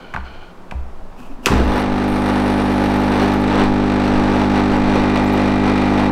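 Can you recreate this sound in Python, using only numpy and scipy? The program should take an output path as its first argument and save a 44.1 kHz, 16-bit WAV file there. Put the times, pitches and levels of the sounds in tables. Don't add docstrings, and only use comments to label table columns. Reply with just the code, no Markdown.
import sys
import numpy as np
from scipy import signal
from scipy.fft import rfft, irfft
from scipy.io import wavfile
from scipy.ndimage import uniform_filter1d

SR = 44100
rng = np.random.default_rng(int(sys.argv[2]) if len(sys.argv) > 2 else 0)


def store_wav(level_fs):
    pcm = np.round(np.clip(np.atleast_2d(level_fs), -1, 1) * 32767)
    wavfile.write(sys.argv[1], SR, pcm.T.astype(np.int16))


def invert_db(x):
    u = np.asarray(x, float) / 20
    return 10 ** u


N = 269451
TIME = np.arange(N) / SR
MAINS_HZ, FIRST_STROKE_S = 50.027, 1.5006


def level(x, db):
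    return x * invert_db(db) / np.sqrt(np.mean(x ** 2))


def colour(x, points):
    hz, db = np.transpose(points)
    grid = np.maximum(np.arange(2049) * SR / 4096, 1)
    log_gain = np.interp(np.log(grid), np.log(hz), db) * np.log(10) / 20
    cepstrum = irfft(log_gain)
    cepstrum[1:2048] *= 2
    cepstrum[2049:] = 0
    return signal.fftconvolve(x, irfft(np.exp(rfft(cepstrum))))[:N]


def band(x, hz, width):
    return signal.lfilter(*signal.iirpeak(hz, hz / width, SR), x)


def double_band(x, hz, width):
    return band(band(x, hz, width), hz, width)


def walk(rate):
    hold = int(SR / rate)
    steps = np.repeat(rng.standard_normal(N // hold + 1), hold)
    return 1.2 * uniform_filter1d(uniform_filter1d(steps, hold), hold)[:N]


def settle(steady, start, settle_s):
    return steady + start * np.exp(-np.maximum(TIME - FIRST_STROKE_S, 0) / settle_s)


def swells(table):
    return sum(db * np.exp(-((TIME - s) / half_s) ** 2) for s, half_s, db in table)


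def spells(table, edge_s):
    gain = 0
    for t0, t1, db0, db1 in table:
        edges = np.clip(np.minimum(TIME - t0, t1 - TIME) / edge_s + .5, 0, 1) ** 2
        gain = gain + invert_db(np.interp(TIME, [t0, t1], [db0, db1])) * edges
    return gain


# frequency in Hz, relative density in dB per Hz.
AIR_COLOUR = [(44, -33), (75, -4.5), (149, -11.5), (183, -0.5), (209, -6), (348, -8), (389, -4),
              (416, -10.5), (664, -8.5), (811, -10), (1110, -12), (2020, -24.5), (15300, -49.5)]
# centre in seconds, half length in seconds, rise in dB.
TABLE_NUDGES = [(.27, 0.16, 8.5), (.9, 0.21, 14), (1.36, 0.24, 10), (1.65, 0.15, 22.5), (1.92, 0.057, 16),
                (2.13, .06, 10), (3.72, 0.19, 13), (4.17, 0.13, 19), (4.95, 0.36, 15), (5.6, 0.086, 15)]
AIR_DB, WOBBLE_DB = -41, -38.5


def kitchen():
    wobble_band = signal.butter(2, [6, 17], "band", fs=SR, output="sos")
    wobble = signal.sosfilt(wobble_band, rng.standard_normal(N))
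    air = colour(rng.standard_normal(N) * invert_db(0.12 * walk(1.63)), AIR_COLOUR)
    return level(air, AIR_DB) + level(wobble, WOBBLE_DB) * invert_db(swells(TABLE_NUDGES))


# frequency in Hz, gain in dB.
GLASS_MODES = [(830, 3), (1445, 4), (2350, -1.5), (3000, -2), (4250, -10), (4680, -27.5), (5660, -26)]
# frequency in Hz, relative density in dB per Hz.
FINGER_COLOUR = [(880, 0.5), (1500, -5), (2020, -20), (2160, -15), (2580, 0.5), (3530, -18.5), (5450, -17),
                 (15800, -27)]
# start in seconds, end in seconds, gain at the start in dB, gain at the end in dB.
GLASS_SLIDES = [(-.03, 0.22, -47.5, -52), (.23, 0.52, -48, -52.5)]
DIAL_GRIPS = [(1.17, 1.36, -44, -54), (1.41, 1.455, -60, -23.5)]
TABLE_MURMURS = [(1.18, 1.26, -38, -46), (1.28, 1.34, -38, -31), (1.37, 1.45, -40, -27)]
MURMUR_HZ, MURMUR_WIDTH_HZ, RUB_EDGE_S = 253, 34, 0.042


def hands():
    scrape = rng.standard_normal(N) * invert_db(2.0 * walk(65.9))
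    glass = sum(invert_db(db) * double_band(scrape, hz, 0.13 * hz) for hz, db in GLASS_MODES)
    grip = colour(rng.standard_normal(N) * invert_db(2.2 * walk(80.5)), FINGER_COLOUR)
    murmur = double_band(scrape, MURMUR_HZ, MURMUR_WIDTH_HZ)
    return (level(glass, 5.4) * spells(GLASS_SLIDES, RUB_EDGE_S)
            + level(grip, 0) * spells(DIAL_GRIPS, RUB_EDGE_S)
            + level(murmur, 0) * spells(TABLE_MURMURS, RUB_EDGE_S))


def blow(at_s, db, hz, push_cycles, modes, focus_db):
    out, t = np.zeros(N), np.arange(SR // 2) / SR
    rings = 0
    for k, (mode_hz, mode_db, t60) in enumerate(modes):
        gain = (-1) ** k * invert_db(mode_db - focus_db * abs(np.log2(mode_hz / hz)))
        rings = rings + gain * np.sin(2 * np.pi * mode_hz * t) * np.exp(-np.log(1000) * t / t60)
    push = np.hanning(int(push_cycles * SR / hz) + 3)
    rings = signal.fftconvolve(rings, push)[:len(t)]
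    i = int(at_s * SR)
    out[i:i + len(t)] = (invert_db(db) * rings / np.abs(rings).max())[:N - i]
    return out


# time in seconds, peak in dB, strongest ring in Hz.
TABLE_THUMPS = [(0.142, -21, 141), (0.184, -27, 64), (.715, -23, 188), (0.746, -18, 64), (0.803, -30, 64),
                (1.462, -7.5, 457), (1.498, -11, 130), (1.513, -6, 310), (1.527, -4, 221), (1.549, -7, 64),
                (1.577, -10, 300), (1.598, -5.5, 337), (1.612, -10, 420), (1.641, -19, 63.6)]
# frequency in Hz, strength in dB, 60 dB decay time in seconds.
WOOD_MODES = [(64, 0, .45), (130, -3, .12), (187, -4, .16), (250, -5, .12), (320, -5, .08), (390, -5, .08),
              (500, -7, .06)]
# time in seconds, peak of the ringing in dB,
# treble in dB relative to that, strongest ring in Hz, decay of the scratch in ms.
HARD_KNOCKS = [(.138, -17, -24, 1440, 9.9), (0.146, -22, -30, 1000, 9.2)  , (0.162, -10.5, -37, 1490, 1.3),
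               (0.173, -17, -54, 870, 3.2), (.575, -53, -6, 3300, 4.4), (0.711, -20.5, -18, 2300, 3.7),
               (.72, -23, -25, 790, 11), (1.201, -37, -4, 1400, 6.3), (1.4589, -6, 1.5, 2500, 4.9),
               (1.4668, -9, -1.5, 1350, 15), (1.472, -12, -28, 2600, 5.3), (1.483, -10.5, -19, 1050, 12)]
# frequency in Hz, strength in dB, 60 dB decay time in seconds.
HARD_MODES = [(250, -4, .06), (380, -4, .05), (700, -4, .035), (900, -4, .03), (1150, -3, .03),
              (1420, -2, .022), (1580, 0, .022), (2000, -3, .018), (2300, -2, .018), (2600, -1, .02),
              (3300, -3, .012), (4300, -5, .012), (5200, -5, .01)]
KNOCK_PUSH, THUMP_PUSH = 0.81, 0.54


def knocks():
    out = sum(blow(s, db, hz, THUMP_PUSH, WOOD_MODES, 9.7) for s, db, hz in TABLE_THUMPS)
    since_ms = np.arange(SR // 8) / SR * 1000
    for s, db, treble_db, hz, scratch_ms in HARD_KNOCKS:
        grit = rng.standard_normal(len(since_ms))
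        rise = 1 - np.exp(-since_ms / .3)
        scratch = level(double_band(grit, hz, .7 * hz), -6) * np.exp(-since_ms / max(scratch_ms, 1))
        bright = level(band(band(grit, 3400, 4900), 3500, 7300), treble_db)
        tick = bright * (np.exp(-since_ms / 1.4) + 0.09 * np.exp(-since_ms / 30))
        out += blow(s, db, hz, KNOCK_PUSH, HARD_MODES, 12)
        out[int(s * SR):][:len(since_ms)] += invert_db(db) * rise * (scratch + tick)
    return out


# start in seconds, end in seconds, first and last pitch in Hz,
# drive in dB ahead of the rings.
SQUEAK_GLIDES = [(5.232, 5.285, 10600, 15400, -55), (5.255, 5.375, 6200, 15600, -53)]
# frequency in Hz, width in Hz, gain in dB.
SQUEAK_RESONANCES = [(7500, 500, 14), (11600, 590, 11.5)]


def squeaks():
    out = np.zeros(N)
    for t0, t1, from_hz, to_hz, db in SQUEAK_GLIDES:
        progress = np.clip((TIME - t0) / (t1 - t0), 0, 1)
        hz = from_hz + (to_hz - from_hz) * progress + 350 * walk(130) + 300 * walk(900)
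        gain = invert_db(db + 6.0 * walk(120)) * np.sin(np.pi * progress) ** .6
        out += gain * np.sin(2 * np.pi * np.cumsum(hz) / SR)
    return 0.8 * out + sum(invert_db(db) * band(out, hz, width) for hz, width, db in SQUEAK_RESONANCES)


# share of the cycle, strength in dB.
STROKE_BLOWS = [(0, 0), (.176, -3), (.363, 0), (.537, -5.5), (.77, -12), (.894, -11)]
# multiple of the mains frequency, relative level in dB.
FREE_PARTIALS = [(1, -10), (2, -8.5), (3, -26.5), (4, -9.5), (5, -1.5), (6, -16.5), (7, -6.5), (8, -20.5),
                 (9, -19), (10, -6), (11, -7), (12, -12), (13, -20), (14, -29), (15, -13.5), (16, -24.5),
                 (17, -6), (18, -20), (19, -18.5), (20, 10), (21, -41), (22, -34), (23, -11), (24, -24)]
LOADED_PARTIALS = [(1, -3.5), (2, -3.5), (3, -2.5), (4, 5), (5, 2.5), (6, 6), (7, -13.5), (8, -2),
                   (9, -17.5), (10, -17), (11, -13.5), (12, -18.5), (13, -15.5), (14, -8.5), (15, -13),
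                   (16, -6), (17, -9.5), (18, -14.5), (19, -15), (20, -48), (21, -46), (22, -38), (23, -17),
                   (24, -22.5)]
LOAD, LOAD_START, LOAD_SETTLE_S = 0.79, -0.14, 3.6


def pump_hum(cycles):
    share, blow_db = np.transpose(STROKE_BLOWS)
    load = np.clip(settle(LOAD, LOAD_START, LOAD_SETTLE_S), 0, 1)
    hum = 0
    for (k, free_db), (_, loaded_db) in zip(FREE_PARTIALS, LOADED_PARTIALS):
        lag = np.angle(np.sum(invert_db(blow_db) * np.exp(-2j * np.pi * k * share)))
        waver_db = (0.15 + 0.018 * k) * walk(9)
        drift = .012 * k * walk(12)
        gain = invert_db(free_db + load * (loaded_db - free_db) + waver_db)
        hum = hum - gain * np.sin(2 * np.pi * k * cycles + lag + drift)
    return hum


BLOW_TREBLE = [4, -8, 2.5, 0.5, 1, -2.5]


def pump_blows(cycles):
    share, _ = np.transpose(STROKE_BLOWS)
    strokes = np.arange(int(cycles[-1]))
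    chance = rng.standard_normal((len(strokes), len(share), 2))
    at_s = FIRST_STROKE_S + (strokes[:, None] + share) / MAINS_HZ + 1.5e-5 * chance[..., 0]
    at = (at_s * SR).astype(int)
    clicks, main = np.zeros(N + SR), np.zeros(N + SR)
    np.add.at(clicks, at, -invert_db(np.array(BLOW_TREBLE) + 1.8 * chance[..., 1]))
    np.add.at(main, at[:, 0], invert_db(1.9 * chance[:, 0, 1]))
    return clicks[:N], main


def casing_echoes(main):
    tangle = rng.standard_normal(SR // 20) * np.exp(-np.arange(SR // 20) / (0.0093 * SR))
    tangle = irfft(np.exp(1j * np.angle(rfft(tangle))))
    return signal.fftconvolve(main, tangle)[:N]


# frequency in Hz, relative density in dB per Hz.
CASING_COLOUR = [(71, -27), (120, -21), (150, -27.5), (194, -8), (301, -8), (346, -5), (402, -1.5),
                 (624, -8), (833, -4.5), (1070, -9), (1950, -16), (3200, -34.5), (4160, -121), (7040, -120)]
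# frequency in Hz, relative density in dB per Hz.
CLACK_COLOUR = [(740, -32), (1250, 4.5), (2030, -4.5), (2270, -4), (2430, -3), (2760, -13.5), (3580, -11),
                (6100, -24.5), (7000, -28.5), (9100, -33), (15400, -120)]
# frequency in Hz, relative density in dB per Hz.
SIZZLE_COLOUR = [(1650, -18), (2800, 3.5), (3140, -3), (3640, -1.5), (4200, -3), (5230, -12), (5660, -9.5),
                 (6290, -15.5), (6620, -24.5), (8190, -20), (8850, -27.5), (10800, -29.5), (12300, -39),
                 (15300, -36)]


def casing_rattle(clicks, flare, noise):
    high_pass = signal.butter(2, 7000, "high", fs=SR, output="sos")
    top = signal.sosfilt(high_pass, noise)
    upper = noise * (0.12 + flare) + 0.59 * top * flare ** 2
    casing = level(colour(rng.standard_normal(N) * (8.1 + flare), CASING_COLOUR), 4.18)
    ticks = level(colour(clicks, CLACK_COLOUR), -12)
    return casing + ticks + level(colour(upper, SIZZLE_COLOUR), -11)


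# frequency in Hz, width in Hz, gain in dB.
RASP_RINGS = [(1926, 290, 2), (2350, 220, 0.5), (3630, 230, -6)]
RASP_S, RASP_RISE_S, RASP_DB = 4.85, .05, -36


def casing_rasp(echoed, noise):
    gain = invert_db(RASP_DB) / (1 + np.exp((RASP_S - TIME) / RASP_RISE_S))
    shake = level(echoed, 0) + 0.48 * noise
    rings = sum(invert_db(db) * double_band(shake, hz, width) for hz, width, db in RASP_RINGS)
    return gain * level(rings, 0)


# frequency in Hz, width in Hz, rms level in dB.
THIN_RINGS = [(8000, 1500, -64.5), (10430, 800, -69.5), (13450, 700, -73)]


def thin_metal(main, noise):
    tick = noise * signal.fftconvolve(main, np.hanning(int(0.0034 * SR)))[:N]
    return sum(level(double_band(tick, hz, width), db) for hz, width, db in THIN_RINGS)


# frequency in Hz, width in Hz, relative gain in dB.
JINGLE_RINGS = [(8260, 500, -2), (9240, 300, 0), (9650, 300, -1), (11600, 350, -6), (12400, 350, -2),
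                (12900, 300, -8)]
# start in seconds, end in seconds, gain at the start and at the end in dB.
JINGLE_SPELLS = [(1.63, 1.83, -62, -52), (1.9, 2.06, -68.5, -59), (2.07, 3.2, -54, -58),
                 (3.2, 3.53, -59, -69), (3.33, 3.352, -55, -52), (3.405, 3.425, -54, -60)]


def loose_part(flare, noise):
    shaken = noise * (.12 + flare)
    jingle = 0
    for hz, width, db in JINGLE_RINGS:
        gain = invert_db(db + 2 * walk(30) + 2.5 * walk(2.5))
        jingle = jingle + gain * double_band(shaken, hz, width)
    return level(jingle, 3.0) * spells(JINGLE_SPELLS, 0.019)


# centre in seconds, half length in seconds, rise of the rattle in dB.
CASING_SHUDDERS = [(1.525, 0.017, 9.5), (1.61, .04, 5.5), (1.76, 0.12, 2), (2.3, 0.02, 3),
                   (2.6, 0.021, 4.5), (2.92, 0.15, 2.5), (3.3, 0.3, 3), (3.6, 0.032, 2.5), (4.2, 0.15, 4),
                   (4.41, 0.051, 4.5), (4.57, 0.054, 6), (4.97, 0.043, 4), (5.23, 0.0155, 2),
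                   (5.68, 0.0375, 5.5), (5.96, 0.053, 3)]
HUM_DB, HUM_START_DB, HUM_SETTLE_S = -17.5, -5.5, 0.45
RATTLE_DB, RATTLE_START_DB, RATTLE_SETTLE_S = -28.5, -3, 1.28


def pump():
    cycles = (TIME - FIRST_STROKE_S) * MAINS_HZ
    clicks, main = pump_blows(cycles)
    echoed = casing_echoes(main)
    flare = signal.fftconvolve(np.abs(clicks), np.hanning(int(0.0066 * SR)), "same")
    noise = rng.standard_normal(N)
    stroke = level(pump_hum(cycles), 2.38) + level(colour(echoed, CLACK_COLOUR), -15.0)
    shudder_db = swells(CASING_SHUDDERS)
    stroke_gain = invert_db(settle(HUM_DB, HUM_START_DB, HUM_SETTLE_S) + 0.076 * shudder_db)
    rattle_db = settle(RATTLE_DB, RATTLE_START_DB, RATTLE_SETTLE_S)
    rattle_gain = invert_db(rattle_db + shudder_db + 1.7 * walk(20))
    running = stroke * stroke_gain + rattle_gain * casing_rattle(clicks, flare, noise)
    running = running + casing_rasp(echoed, noise) + thin_metal(main, noise)
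    return running * (cycles > 0) + loose_part(flare, noise)


ROOM_T60_S, ROOM_DB = 0.58, -12


def scene():
    t = np.arange(SR // 2) / SR
    tail = rng.standard_normal(len(t)) * np.exp(-np.log(1000) * t / ROOM_T60_S) * (t > .006)
    tail = signal.lfilter([1], [1, -.2], tail)
    tail = invert_db(ROOM_DB) * tail / np.sqrt(np.sum(tail ** 2))
    near = knocks() + hands()
    room = signal.fftconvolve(near, tail)[:N]
    return (near + room + pump() + squeaks() + kitchen())[None]


def band_limit(x):
    return signal.sosfilt(signal.butter(12, 16400, fs=SR, output="sos"), x)


def record(dry):
    low_pass = signal.ellip(10, .2, 60, 15830, fs=SR, output="sos")
    heard = signal.sosfilt(low_pass, np.clip(dry, -1, 1))
    return band_limit(heard)


dry = scene()
out = record(dry)
store_wav(out)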